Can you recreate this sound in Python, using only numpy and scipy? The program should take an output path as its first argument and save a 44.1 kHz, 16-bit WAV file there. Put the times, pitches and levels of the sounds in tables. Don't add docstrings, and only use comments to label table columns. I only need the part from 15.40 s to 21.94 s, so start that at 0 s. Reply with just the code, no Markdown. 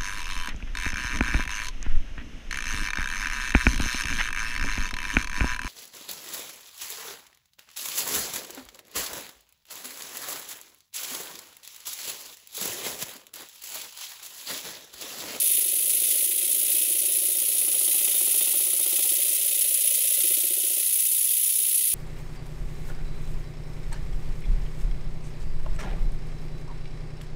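import sys
import numpy as np
from scipy import signal
from scipy.fft import rfft, irfft, next_fast_len
from scipy.io import wavfile

SR = 44100
rng = np.random.default_rng(int(sys.argv[2]) if len(sys.argv) > 2 else 0)


def to_wav(s):
    ch = np.atleast_2d(s).T
    pcm = np.round(np.clip(ch, -1, 1) * 32767)
    wavfile.write(sys.argv[1], SR, pcm.astype(np.int16))


def voltage_ratio(level):
    return 10 ** (np.asarray(level, float) / 20)


N = 288414

# time in seconds, force in dB, hardness of the contact in dB.
ROCKING = [(.1, -54.8, -14), (.95, -55, -17), (1.36, -52, -17), (1.96, -53.5, -13), (2.4, -53, -5.5),
           (2.95, -52.5, -4), (3.34, -54, -5), (3.7, -52, -5), (3.85, -55, -18), (4.32, -59, -19),
           (4.76, -60, -16), (4.83, -50.5, -20), (5.31, -51, -15)]


def in_time(rows):
    time_s, *columns = np.transpose(rows)
    return [np.interp(np.arange(N) / SR, time_s, column) for column in columns]


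def rms_one(x):
    return x / np.sqrt(np.mean(x ** 2) + 1e-20)


def drift(hz):
    pole = np.exp(-2 * np.pi * hz * 10 / SR)
    noise = rng.standard_normal(N // 10 + 2002)
    slow = signal.lfilter([1], [1, -2 * pole, pole * pole], noise)[2000:]
    return np.interp(np.arange(N) / 10, np.arange(len(slow)), rms_one(slow))


def coloured(spectrum, lifts=(), low_hz=10, high_hz=20000):
    size = next_fast_len(N)
    hz = np.arange(1, size // 2 + 2) * SR / size
    point_hz, point_db = np.transpose(spectrum)
    db = np.interp(np.log(hz), np.log(point_hz), point_db)
    for centre_hz, width_hz, lift_db in lifts:
        db += lift_db / (1 + (2 * (hz - centre_hz) / width_hz) ** 2)
    edges = 1 / np.sqrt((1 + (low_hz / hz) ** 40) * (1 + (hz / high_hz) ** 40))
    noise = rfft(rng.standard_normal(size))
    return rms_one(irfft(noise * voltage_ratio(db) * edges, size)[:N])


def ring(clicks, hz, t60_s):
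    r, w = voltage_ratio(-60 / (t60_s * SR)), 2 * np.pi * hz / SR
    return signal.lfilter([0, np.sin(w)], [1, -2 * r * np.cos(w), r * r], clicks + 1e-18)


def clicks_at(turns, angles, sizes):
    at = np.searchsorted(turns, angles.ravel())
    keep = (at > 0) & (at < N)
    return np.bincount(at[keep], sizes.ravel()[keep], N)


def contacts(turns, table, modes, spread_db, slack_turn):
    table, out = np.array(table), 0
    angles = np.arange(-1, turns[-1] + 1)[:, None] + table[:, 0]
    angles = angles + slack_turn * rng.standard_normal(angles.shape)
    signs = table[:, 2] if table.shape[1] > 2 else 1
    common_db = spread_db * rng.standard_normal(angles.shape)
    for k, (hz, level_db, t60_s) in enumerate(modes):
        own_db = 0.53 * spread_db * rng.standard_normal(angles.shape)
        sizes = signs * voltage_ratio(table[:, 1] + level_db + common_db + own_db)
        out = out + (-1) ** k * ring(clicks_at(turns, angles, sizes), hz, t60_s)
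    return out


def steadied():
    start_s, takes_s = 5.39, .06
    return np.clip((np.arange(N) / SR - start_s) / takes_s, 0, 1)


def crankshaft():
    # time in seconds, speed in turns per second.
    speed = [(0, 13.15), (.45, 14.05), (.85, 14.74), (1.7, 14.91), (2.15, 15.24), (2.75, 14.99),
             (3.2, 15.55), (3.8, 15.4), (4.4, 15.14), (5.25, 15.11), (5.5, 15.75), (6, 15.97),
             (6.54, 15.75)]
    start_turn = .112
    return start_turn + np.cumsum(in_time(speed)[0]) / SR


def shop(x):
    t60_s, level_db = .15, -13
    t = np.arange(int(.4 * SR)) / SR
    tail = signal.lfilter([1], [1, -.2], rng.standard_normal(len(t)))
    tail = tail * voltage_ratio(-60 * t / t60_s) * (t > .004)
    return voltage_ratio(level_db) * signal.fftconvolve(x, tail / np.sqrt(np.sum(tail ** 2)))[:N]


def bearings(turns):
    # frequency in Hz, density in dB per Hz.
    rumble = [(30, -20), (100, -14), (200, -24), (330, -1.5), (600, -3.5), (750, -7), (950, -16),
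              (1500, -13)]
    level_db, throb_db, throb_turn = -62, 5, .9
    shake_from_db, shake_share = -60, .42
    shake_db = shake_share * (in_time(ROCKING)[0] - shake_from_db) * (1 - steadied())
    swell_db = throb_db * np.cos(2 * np.pi * (turns - throb_turn))
    noise = coloured(rumble, [(372, 40, 4), (560, 60, 3)], high_hz=1700)
    return voltage_ratio(level_db + shake_db + swell_db) * noise


def bench(turns):
    # time in seconds, front angle in turns, rear angle in turns, front dB, rear dB.
    landing = [
        (0, -.014, .44, -5, -1.2),
        (.8, .11, .55, -4, -2.5),
        (1.9, .25, .65, -4, -5.5),
        (2.7, .31, .73, -.8, -6),
        (3.65, .29, .59, -.4, -9),
        (3.8, .16, .58, -4, -12),
        (4.72, .15, .58, -5, -15),
        (4.8, .35, .53, .1, -7),
        (5.4, .35, .54, -4.5, -19),
    ]
    # frequency in Hz, level in dB, t60 in seconds, group (0 low, 1 middle, 2 upper).
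    board = [(270.5, -5.5, .05, 0), (340, -3.5, .07, 0), (380, -3, .09, 0), (436, -7, .05, 0),
             (490, -4.5, .05, 1), (535, -2.5, .06, 1), (585, -1.2, .055, 1), (702, -12, .04, 1),
             (785, .5, .04, 2), (883, -2, .03, 2), (1107, -4, .027, 2), (1240, -3, .03, 2),
             (1390, -2, .035, 2)]
    # low modes in dB, middle in dB, upper in dB.
    feet = [
        (0, -8, 0),
        (0, -1, -5),
        (-15, 0, -4),
    ]
    bounce_db = [
        [-7],
        [-5.5],
        [-15],
    ]
    side_turn, side_level_db, side_joins_s = .46, -1.2, 1.5
    bounce_turn, bounce_slack_turn, landing_slack_turn = .065, .014, .008
    middle_db, middle_follows = -54.3, -.12
    steadied_db = -22

    turn = np.arange(int(turns[-1]))
    at = np.searchsorted(turns, turn + .5)
    front, rear, front_db, rear_db = np.array(in_time(landing))[:, at]
    side_db = side_level_db - 25 * np.clip(1 - at / SR / side_joins_s, 0, 1) ** 2
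    lands = np.transpose([front, rear, side_turn + 0 * front])
    bounce = np.arange(4)
    chance = rng.standard_normal((len(turn), 3, 4, len(board) + 2))
    slack = (landing_slack_turn + bounce_slack_turn * bounce) * chance[..., -1]
    angles = turn[:, None, None] + lands[..., None] - .04 + bounce_turn * bounce + slack
    blow_db = np.transpose([front_db, rear_db, side_db])[..., None]
    blow_db = blow_db + np.array(bounce_db) * bounce + .9 * chance[..., -2]

    groups = [0, 0, 0]
    for k, (hz, level_db, t60_s, group) in enumerate(board):
        group = int(group)
        drive_db = np.array(feet)[:, group, None]
        sizes = voltage_ratio(blow_db + level_db + drive_db + 1.4 * chance[..., k])
        groups[group] += (-1) ** k * ring(clicks_at(turns, angles, sizes), hz, t60_s)

    felt = signal.butter(3, [240, 1500], "band", fs=SR, output="sos")
    force_db, hard_db = in_time(ROCKING)
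    middle_level_db = middle_db + middle_follows * (force_db - force_db.mean())
    levels_db = [force_db, middle_level_db, force_db + hard_db]
    return sum(voltage_ratio(db + steadied_db * steadied()) * rms_one(signal.sosfilt(felt, group))
               for db, group in zip(levels_db, groups))


def pressure_thumps(turns):
    # angle in turns, level in dB, signed size.
    thumps = [
        (.93, -54, 1),
        (.005, -55, 1),
        (.2, -56.5, 1),
        (.36, -62, -1.4),
        (.62, -61, -1.3),
    ]
    # frequency in Hz, level in dB, t60 in seconds.
    casing = [(140, -9, .04), (268, -8, .06), (352, -4.5, .08), (428, -4.5, .07), (522, -1.5, .08),
              (603, -5, .06), (713, -3.5, .06)]
    x = contacts(turns, thumps, casing, spread_db=1.7, slack_turn=.0024)
    return signal.sosfilt(signal.butter(2, 800, fs=SR, output="sos"), x)


def valve_gear(turns):
    # angle in turns, level in dB.
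    ticks = [
        (.44, -41.5),
        (0.93, -39),
        (.2, -43),
        (.7, -46.5),
    ]
    # frequency in Hz, level in dB, t60 in seconds.
    gear = [(2030, -14, .04), (2590, -12.5, 0.032), (2885, -11, .06), (3630, -5.2, 0.023),
            (3980, -5, 0.037), (4400, -5.5, 0.027), (6530, -8.5, .02)]
    x = contacts(turns, ticks, gear, spread_db=3.6, slack_turn=.015)
    return signal.sosfilt(signal.butter(2, 1800, "high", fs=SR, output="sos"), x)


def exhaust(turns):
    # time in seconds, jet in dB, breadth (lift of the zones beside the jet) in dB.
    flow = [(.12, -22, 1), (.3, -25.5, -1), (.75, -23.5, 1), (.95, -26.5, -1.5), (1.38, -23, .6),
            (1.56, -25.5, -.6), (1.76, -23.5, -1.2), (1.96, -25.5, -1), (2.36, -24, -.8), (2.56, -24, 1.5),
            (3.15, -23.5, .6), (3.34, -25, -.6), (3.6, -25.2, 1.8), (4.1, -25.2, .3), (4.92, -23.5, 1.5),
            (5.11, -26.5, -.8), (5.6, -24, .4), (6.45, -24.2, -.7)]
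    # opening angle in turns, open length in turns, then passages, edge hiss, jet and top in dB.
    ports = [
        (.085, 0.13, -3.5, -0.7, 0, 1.3),
        (.335, 0.18, 2, -4, 1.8, -1),
        (.575, 0.18, -1.5, -3.5, 0.5, 2.1),
        (.85, 0.24, 1, -0.5, 2.5, -0.5),
    ]
    zones_hz = [900, 4400, 8800, 12000, 17000]
    # mean in dB, share of jet swing, share of breadth, change once steadied in dB.
    zones = [
        (-39, .3, .9, -2),
        (-34.8, .3, .9, -.3),
        (-27.2, .3, .9, .2),
    ]
    # frequency in Hz, density in dB per Hz.
    air_spectrum = [(530, -63), (900, -48), (1050, -43), (1400, -36.5), (1600, -38), (2000, -26),
                    (2800, -19.5), (4200, -22), (5200, -19), (8500, -14), (10000, -2.5), (11500, -6),
                    (13000, -13.5), (14300, -12.5)]
    # frequency in Hz, width in Hz, lift in dB.
    passages = [(1240, 60, 3), (1390, 66, 4.5), (2037, 88, 4), (2566, 67, 7), (2915, 49, 6.5),
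                (3230, 230, 6), (3648, 130, 7.5), (3960, 87, 5.5), (4230, 50, 2.5), (4430, 57, 4.5),
                (4780, 74, 1.5), (5060, 60, 0), (5570, 75, 1.5), (6490, 300, 2), (9560, 120, 1),
                (10200, 150, 3.5), (10740, 100, 3), (11270, 140, 1.5), (14000, 140, 6), (14800, 110, 5)]
    opening_turn, blowdown_turn, closing_turn = .028, .1, .013

    jet_db, breadth_db = in_time(flow)
    swing_db = jet_db - jet_db.mean()
    levels_db = [mean_db + jet_share * swing_db + breadth_share * breadth_db + held_db * steadied()
                 for mean_db, jet_share, breadth_share, held_db in zones]
    levels_db.insert(2, jet_db)
    strength = rng.standard_normal((int(turns[-1]) + 2, len(ports), 5))
    gusts, out = drift(hz=150), 0
    for k, level_db in enumerate(levels_db):
        power = voltage_ratio(-6) ** 2
        for j, (opens, length, *zone_db) in enumerate(ports):
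            turn, since = np.divmod(turns - opens + 1, 1)
            turn = turn.astype(int)
            blow = (1 - np.exp(-since / opening_turn)) * (0.38 + 0.47 * np.exp(-since / blowdown_turn))
            shut = 1 / (1 + np.exp((since - length) / closing_turn))
            chance_db = 0.53 * strength[turn, j, 4] + 0.83 * strength[turn, j, k]
            power = power + blow * shut * voltage_ratio(zone_db[k] + chance_db) ** 2
        flutter = voltage_ratio(0.53 * gusts + 0.78 * drift(hz=89))
        air = coloured(air_spectrum, passages, zones_hz[k], zones_hz[k + 1])
        out = out + voltage_ratio(level_db) * rms_one(np.sqrt(power) * flutter * air)
    return out


def scene():
    turns = crankshaft()
    engine = bench(turns) + pressure_thumps(turns) + valve_gear(turns) + exhaust(turns)
    return (engine + shop(engine) + bearings(turns))[None]


def top_cut(x):
    return signal.sosfilt(signal.butter(12, 16740, fs=SR, output="sos"), x)


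def record(dry):
    x = signal.sosfilt(signal.butter(3, 150, "high", fs=SR, output="sos"), dry)
    x = signal.sosfilt(signal.ellip(14, .3, 70, 15740, fs=SR, output="sos"), x)
    return top_cut(x)


dry = scene()
out = record(dry)
to_wav(out)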